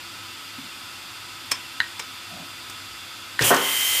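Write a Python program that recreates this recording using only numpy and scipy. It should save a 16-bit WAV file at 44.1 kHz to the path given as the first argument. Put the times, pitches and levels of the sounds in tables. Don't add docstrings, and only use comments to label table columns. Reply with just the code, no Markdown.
import sys
import numpy as np
from scipy import signal
from scipy.fft import rfft, irfft
from scipy.io import wavfile

SR = 44100
rng = np.random.default_rng(int(sys.argv[2]) if len(sys.argv) > 2 else 0)


def log_audio(samples):
    frames = np.atleast_2d(samples).T
    limited = np.clip(frames, -1, 1)
    pcm = np.round(limited * 32767).astype(np.int16)
    wavfile.write(sys.argv[1], SR, pcm)


N = 176400
T = np.arange(N) / SR
HZ = np.maximum(np.fft.rfftfreq(N, 1 / SR), 1)
LOW_CUT_HZ, TOP_CUT_HZ = 36, 15300
ROOM_T60_S, ROOM_CUT_HZ = 0.24, 6500
PANEL_ECHO_DB = -16.5
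PEAK_LIMIT = 0.7


def from_db(db):
    return 10 ** (np.asarray(db) / 20)


def noise(gain):
    x = irfft(rfft(rng.standard_normal(N)) * gain, N)
    return x / np.sqrt(np.mean(x ** 2) + 1e-20)


def colour(points):
    hz, db = np.transpose(points)
    gain = from_db(np.interp(np.log(HZ), np.log(hz), db))
    return gain * np.minimum(HZ / hz[0], 1) ** 2


def bell(hz, width):
    return 1 / (1 + (2 * (HZ - hz) / width) ** 2)


def envelope(start, t60, attack=0.0009, hold=0):
    rise = np.clip((T - start) / attack, 0, 1)
    release_age = np.maximum(T - start - attack - hold, 0)
    return rise * from_db(-60 * release_age / t60)


def ring(modes, start):
    t = np.maximum(T - start, 0)[:int((start + 1) * SR)]
    x = 0
    for k, (hz, db, t60) in enumerate(modes):
        x = x + (-1) ** k * from_db(db - 60 * t / t60) * np.sin(2 * np.pi * hz * t)
    return np.pad(x, (0, N - len(x)))


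def dull(x, hz):
    low_pass = signal.butter(2, min(hz, 0.45 * SR), fs=SR, output="sos")
    return signal.sosfilt(low_pass, x + 1e-18)


def tone(hz, width, waver):
    slow = bell(0, 38.3)
    turns = np.cumsum(hz + width * noise(slow)) / SR
    return np.sqrt(2) * np.sin(2 * np.pi * turns) * (1 + waver * noise(slow))


def in_room(x, wet_db):
    tail = dull(rng.standard_normal(N), ROOM_CUT_HZ)[:SR]
    tail = tail * envelope(0.0035, ROOM_T60_S, attack=0.0039)[:SR]
    return x + from_db(wet_db) * signal.fftconvolve(x, tail / np.linalg.norm(tail))[:N]


def reflections(count=10):
    delays_s = rng.uniform(0.000987, 0.012, count)
    echoes = np.exp(-2j * np.pi * np.outer(delays_s, HZ)).sum(axis=0)
    return np.abs(1 + from_db(PANEL_ECHO_DB) * echoes)


# pitch_hz [Hz], relative level_db [dB per Hz]
LEAK_SPECTRUM = [(30, -30), (50, -7.5), (70, -11), (100, -8), (150, -11), (210, -8), (340, -6.5),
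                 (430, -12.5), (700, -13.5), (1200, -3), (1750, -7.5), (2300, -5), (3400, -7), (4100, -9),
                 (4900, -7), (5700, -13.5), (7000, -15.5), (9400, -15.5), (10400, -20), (11500, -17.5),
                 (15500, -24)]
# pitch_hz [Hz], width_hz [Hz], boost_db [dB]
LEAK_RESONANCES = [(1370, 124, 3), (1477, 30, 2), (2450, 45, 6), (2710, 44, 6.5), (3153, 67, 6.5),
                   (3434, 160, 6.5), (3690, 99, 7), (4700, 310, 4.5), (7330, 530, 3.5)]
# [dB, approximate rms]
HUM_TONES = [(100, -61), (339, -60.5), (1287, -53)]
LEAK_DB = -38.5


def idle():
    boost_db = sum(db * bell(hz, width) for hz, width, db in LEAK_RESONANCES)
    leak_gain = colour(LEAK_SPECTRUM) * from_db(boost_db) * reflections()
    leak = from_db(LEAK_DB) * noise(leak_gain)
    hum = sum(from_db(db) * tone(hz, hz * 0.00618, waver=0.45) for hz, db in HUM_TONES)
    return leak + hum


# start_s [s], length_s [s], level_db [dB, at the crest], pitch_hz [Hz], width_hz [Hz]
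RUB_SWELLS = [(.58, .04, -40, 260, 35), (.62, .07, -46, 265, 45), (.55, .16, -52, 160, 60),
              (2.31, .14, -44, 175, 60), (2.32, .16, -48, 268, 40), (2.28, .2, -46.5, 690, 140),
              (2.86, .1, -54, 50, 25)]


def rubs():
    out = 0
    for start, length, db, hz, width in RUB_SWELLS:
        swell = np.sin(np.pi * np.clip((T - start) / length, 0, 1))
        out = out + from_db(db) * noise(bell(hz, width)) * swell
    return out


# [Hz, low-pass cutoff]
SWITCH_CONTACTS = [(1.513, -23, 12000), (1.5157, -14, 12300), (1.5182, -19, 4500), (1.994, -25.5, 13050),
                   (1.9971, -20.5, 5030), (2.6974, -30, 15000)]
# pitch_hz [Hz], relative level_db [dB per Hz]
SNAP_SPECTRUM = [(150, -17), (300, -6), (470, 1), (700, -13.5), (1000, 4), (1350, -4.5), (2400, 2.5),
                 (3700, -2.5), (5500, -0.5), (7500, -3), (8900, 1.5), (10000, -11.5), (15000, -7.5)]
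# [dB, added to each mode]
SPRING_RELEASES = [(1.517, -14), (1.9972, -32)]
# pitch_hz [Hz], relative level_db [dB], t60_s [s]
SPRING_MODES = [(5260, -1.5, 0.077), (4860, -13, .03), (9100, -8, .02), (963, -7.5, .04), (2330, -14, .03)]
SNAP_T60_S = 0.039
SWITCH_ROOM_DB, SPRING_ROOM_DB = -13, -20


def switches():
    snaps = 0
    for start, db, hz in SWITCH_CONTACTS:
        crack = from_db(db) * noise(colour(SNAP_SPECTRUM)) * envelope(start, SNAP_T60_S)
        snaps = snaps + dull(crack, hz)
    springs = sum(from_db(db) * ring(SPRING_MODES, start) for start, db in SPRING_RELEASES)
    return in_room(snaps, SWITCH_ROOM_DB) + in_room(springs, SPRING_ROOM_DB)


# start_s [s], clack_db [dB, added to each mode], brightness_hz [Hz, low-pass cutoff],
# crack_db [dB], crack_t60_s [s]
CONTACTOR_STROKES = [(1.8025, -6, 7000, -30, 0.015), (3.3918, -6, 2580, -30, .085)]
# pitch_hz [Hz], relative level_db [dB], t60_s [s]
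ARMATURE_MODES = [(967, -13.5, .016), (1535, -4.5, 0.017), (1860, 1, 0.017), (2090, -4, 0.009),
                  (2910, -9.5, 0.016), (4000, -5.5, 0.014), (4750, -14, 0.0067), (6500, -14, 0.0019)]
ECHO_S, ECHO_DB, CONTACTOR_ROOM_DB = 0.0075, -14.5, -15


def contactors():
    out = 0
    for start, db, hz, crack_db, crack_t60 in CONTACTOR_STROKES:
        crack = from_db(crack_db) * noise(bell(4000, 14000)) * envelope(start, crack_t60)
        echo = from_db(ECHO_DB) * ring(ARMATURE_MODES, start + ECHO_S)
        clack = from_db(db) * dull(ring(ARMATURE_MODES, start) + echo, hz)
        out = out + crack + clack
    return in_room(out, CONTACTOR_ROOM_DB)


MOTOR_HZ = 49.702
# pitch_hz [Hz], relative level_db [dB per Hz]
RATTLE_SPECTRUM = [(280, -20), (700, -13), (1100, -3), (1600, -0.5), (2100, 4.5), (2500, 2.5), (3150, 2),
                   (3600, -2), (4500, -4), (7000, -7), (9000, -19)]
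RATTLE_UNEVEN_DB = 1.5


def one_turn(size=4096):
    hz = np.arange(size // 2 + 1) * MOTOR_HZ
    unevenness = from_db(RATTLE_UNEVEN_DB * rng.standard_normal(len(hz)))
    gain = np.interp(hz, HZ, colour(RATTLE_SPECTRUM)) * (hz < TOP_CUT_HZ) * unevenness
    turn = irfft(gain * np.exp(2j * np.pi * rng.random(len(hz))))
    return turn / turn.std()


# [dB rms, at full level]
WHINE_TONES = [(41, -36), (42, -42.5), (44, -51), (57, -42), (58, -41.5), (60, -47), (62, -41), (63, -29),
               (65, -38), (89, -51)]
# pitch_hz [Hz], relative level_db [dB per Hz]
JOLT_SPECTRUM = [(45, -10), (75, -8), (130, -1), (200, -11), (330, -2.5), (500, -0.5), (1000, -10),
                 (1800, -4.5), (2400, -2), (3200, -3.5), (3800, -10), (8000, -14), (15000, -20)]
# pitch_hz [Hz], level_db [dB], t60_s [s]
FRAME_MODES = [(111, -26.5, 0.26), (141, -24, .2), (332, -25.5, 0.18)]
JOLT_S, JOLT_ATTACK_S, JOLT_HOLD_S, JOLT_T60_S, JOLT_DB = 3.401, 0.014, 0.018, 0.62, -21
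FRAME_S = 3.407
SPIN_UP_S, GEAR_RISE_S, WHINE_RISE_S = 0.03, 0.051, 0.12
SPEED_WANDER = 0.00039
RATTLE_DB, HOUSING_DB = -31.5, -33


def spindle():
    age = np.maximum(T - JOLT_S, 0)
    wander = 1 + SPEED_WANDER * noise(bell(0, 20))
    turns = np.cumsum(MOTOR_HZ * (1 - np.exp(-age / SPIN_UP_S)) * wander) / SR
    teeth = one_turn()
    rattle = from_db(RATTLE_DB) * np.interp(turns % 1, np.linspace(0, 1, len(teeth)), teeth)
    whine = 0
    for multiple, db in WHINE_TONES:
        phase = 2 * np.pi * (round(multiple) * turns + rng.random())
        whine = whine + from_db(db) * np.sqrt(2) * np.sin(phase)
    jolt_shape = envelope(JOLT_S, JOLT_T60_S, JOLT_ATTACK_S, JOLT_HOLD_S)
    jolt = from_db(JOLT_DB) * noise(colour(JOLT_SPECTRUM)) * jolt_shape
    housing = from_db(HOUSING_DB) * noise(bell(3070, 530) + 0.6 * bell(2120, 180))
    gear_level = 1 - np.exp(-age / GEAR_RISE_S)
    whine_level = (1 - np.exp(-age / WHINE_RISE_S)) ** 3
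    return jolt + ring(FRAME_MODES, FRAME_S) + gear_level * (rattle + housing) + whine_level * whine


# [dB, added to each cabinet mode]
STOP_HITS = [(3.5046, -18.5), (3.5159, -33.5), (3.5435, -33.5)]
# pitch_hz [Hz], relative level_db [dB], t60_s [s]
CABINET_MODES = [(169, -14.5, 0.51), (248, -9, 0.42), (280.7, -8, 0.44), (395, -1.5, 0.53), (471, -3, .2),
                 (500, -7, .35), (556, -3, .35), (705, 2.5, 0.25), (899, -7, 0.53), (1068, -8, 0.78),
                 (1320, -8, 0.58), (1320, -2, 0.4), (1490, -5, 0.42), (1860, -7.5, 0.43),
                 (1846, -6.5, 0.21)]
# pitch_hz [Hz], relative level_db [dB per Hz]
THUD_SPECTRUM = [(70, -28), (115, -10), (240, -3.5), (560, 0), (780, -2), (1050, 1.5), (1350, 0),
                 (1750, -3), (2050, -14), (4000, -27)]
# start_s [s], level_db [dB, before the envelope], pitch_hz [Hz]
LOOSE_TICKS = [(3.4105, -28, 4540), (3.4217, -16.5, 5000), (3.4235, -25, 9000), (3.544, -20, 6900),
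               (3.565, -22, 5430)]
THUD_DB, THUD_HOLD_S, THUD_T60_S = -15, 0.016, 0.039
THUD_TAIL_DB, THUD_TAIL_T60_S = -19, 0.53
TICK_T60_S = 0.034


def cylinder():
    modes = sum(from_db(db) * ring(CABINET_MODES, start) for start, db in STOP_HITS)
    first_hit = STOP_HITS[0][0]
    thud_shape = envelope(first_hit, THUD_T60_S, hold=THUD_HOLD_S)
    thud = from_db(THUD_DB) * noise(colour(THUD_SPECTRUM)) * thud_shape
    tail_shape = envelope(first_hit, THUD_TAIL_T60_S, attack=0.03)
    tail = from_db(THUD_TAIL_DB) * noise(colour(THUD_SPECTRUM)) * tail_shape
    ticks = 0
    for start, db, hz in LOOSE_TICKS:
        ticks = ticks + from_db(db) * noise(bell(hz, 0.66 * hz)) * envelope(start, TICK_T60_S)
    return modes + thud + tail + ticks


# pitch_hz [Hz], relative level_db [dB per Hz]
BLAST_SPECTRUM = [(200, -12), (1000, 1), (2200, -13), (3150, 8), (3800, -9.5), (6000, -0.5), (8500, 2),
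                  (11000, 1.5), (12700, -3), (14300, 3.5), (15500, -6.5)]
# pitch_hz [Hz], relative level_db [dB per Hz]
EXHAUST_SPECTRUM = [(200, -30), (400, -8.5), (700, -8), (1100, -10), (2000, -5), (2900, -4.5), (3800, -3.5),
                    (5300, -2.5), (6200, -1.5), (7050, 1.5), (7900, -0.5), (8900, 1), (9300, -1),
                    (9750, 2.5), (10300, 0), (12400, -1), (13200, 1.5), (14300, 0), (15000, 0.5)]
BLAST_S, BLAST_ATTACK_S, BLAST_HOLD_S, BLAST_T60_S, BLAST_DB = 3.43, 0.02, 0.05, 0.11, -19
EXHAUST_S, EXHAUST_DB = 3.492, -21
SWELL_S, SWELL_DB = 0.16, 15.5


def exhaust():
    blast_shape = envelope(BLAST_S, BLAST_T60_S, BLAST_ATTACK_S, BLAST_HOLD_S)
    blast = from_db(BLAST_DB) * noise(colour(BLAST_SPECTRUM)) * blast_shape
    age = np.maximum(T - EXHAUST_S, 0)
    flow = from_db(EXHAUST_DB - SWELL_DB * np.exp(-age / SWELL_S))
    jet = flow * noise(colour(EXHAUST_SPECTRUM) * reflections())
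    fade_in = np.minimum(age / 0.013, 1)
    return blast + fade_in * jet


def scene():
    background = idle() + rubs()
    controls = switches() + contactors()
    machine = spindle() + cylinder() + exhaust()
    return (background + controls + machine)[None]


def record(dry):
    rounded = dry / (1 + (dry / PEAK_LIMIT) ** 6) ** (1 / 6)
    bass_cut = signal.butter(4, LOW_CUT_HZ, "high", fs=SR, output="sos")
    top_cut = signal.ellip(12, 0.1, 80, TOP_CUT_HZ, fs=SR, output="sos")
    return signal.sosfilt(top_cut, signal.sosfilt(bass_cut, rounded))


dry = scene()
out = record(dry)
log_audio(out)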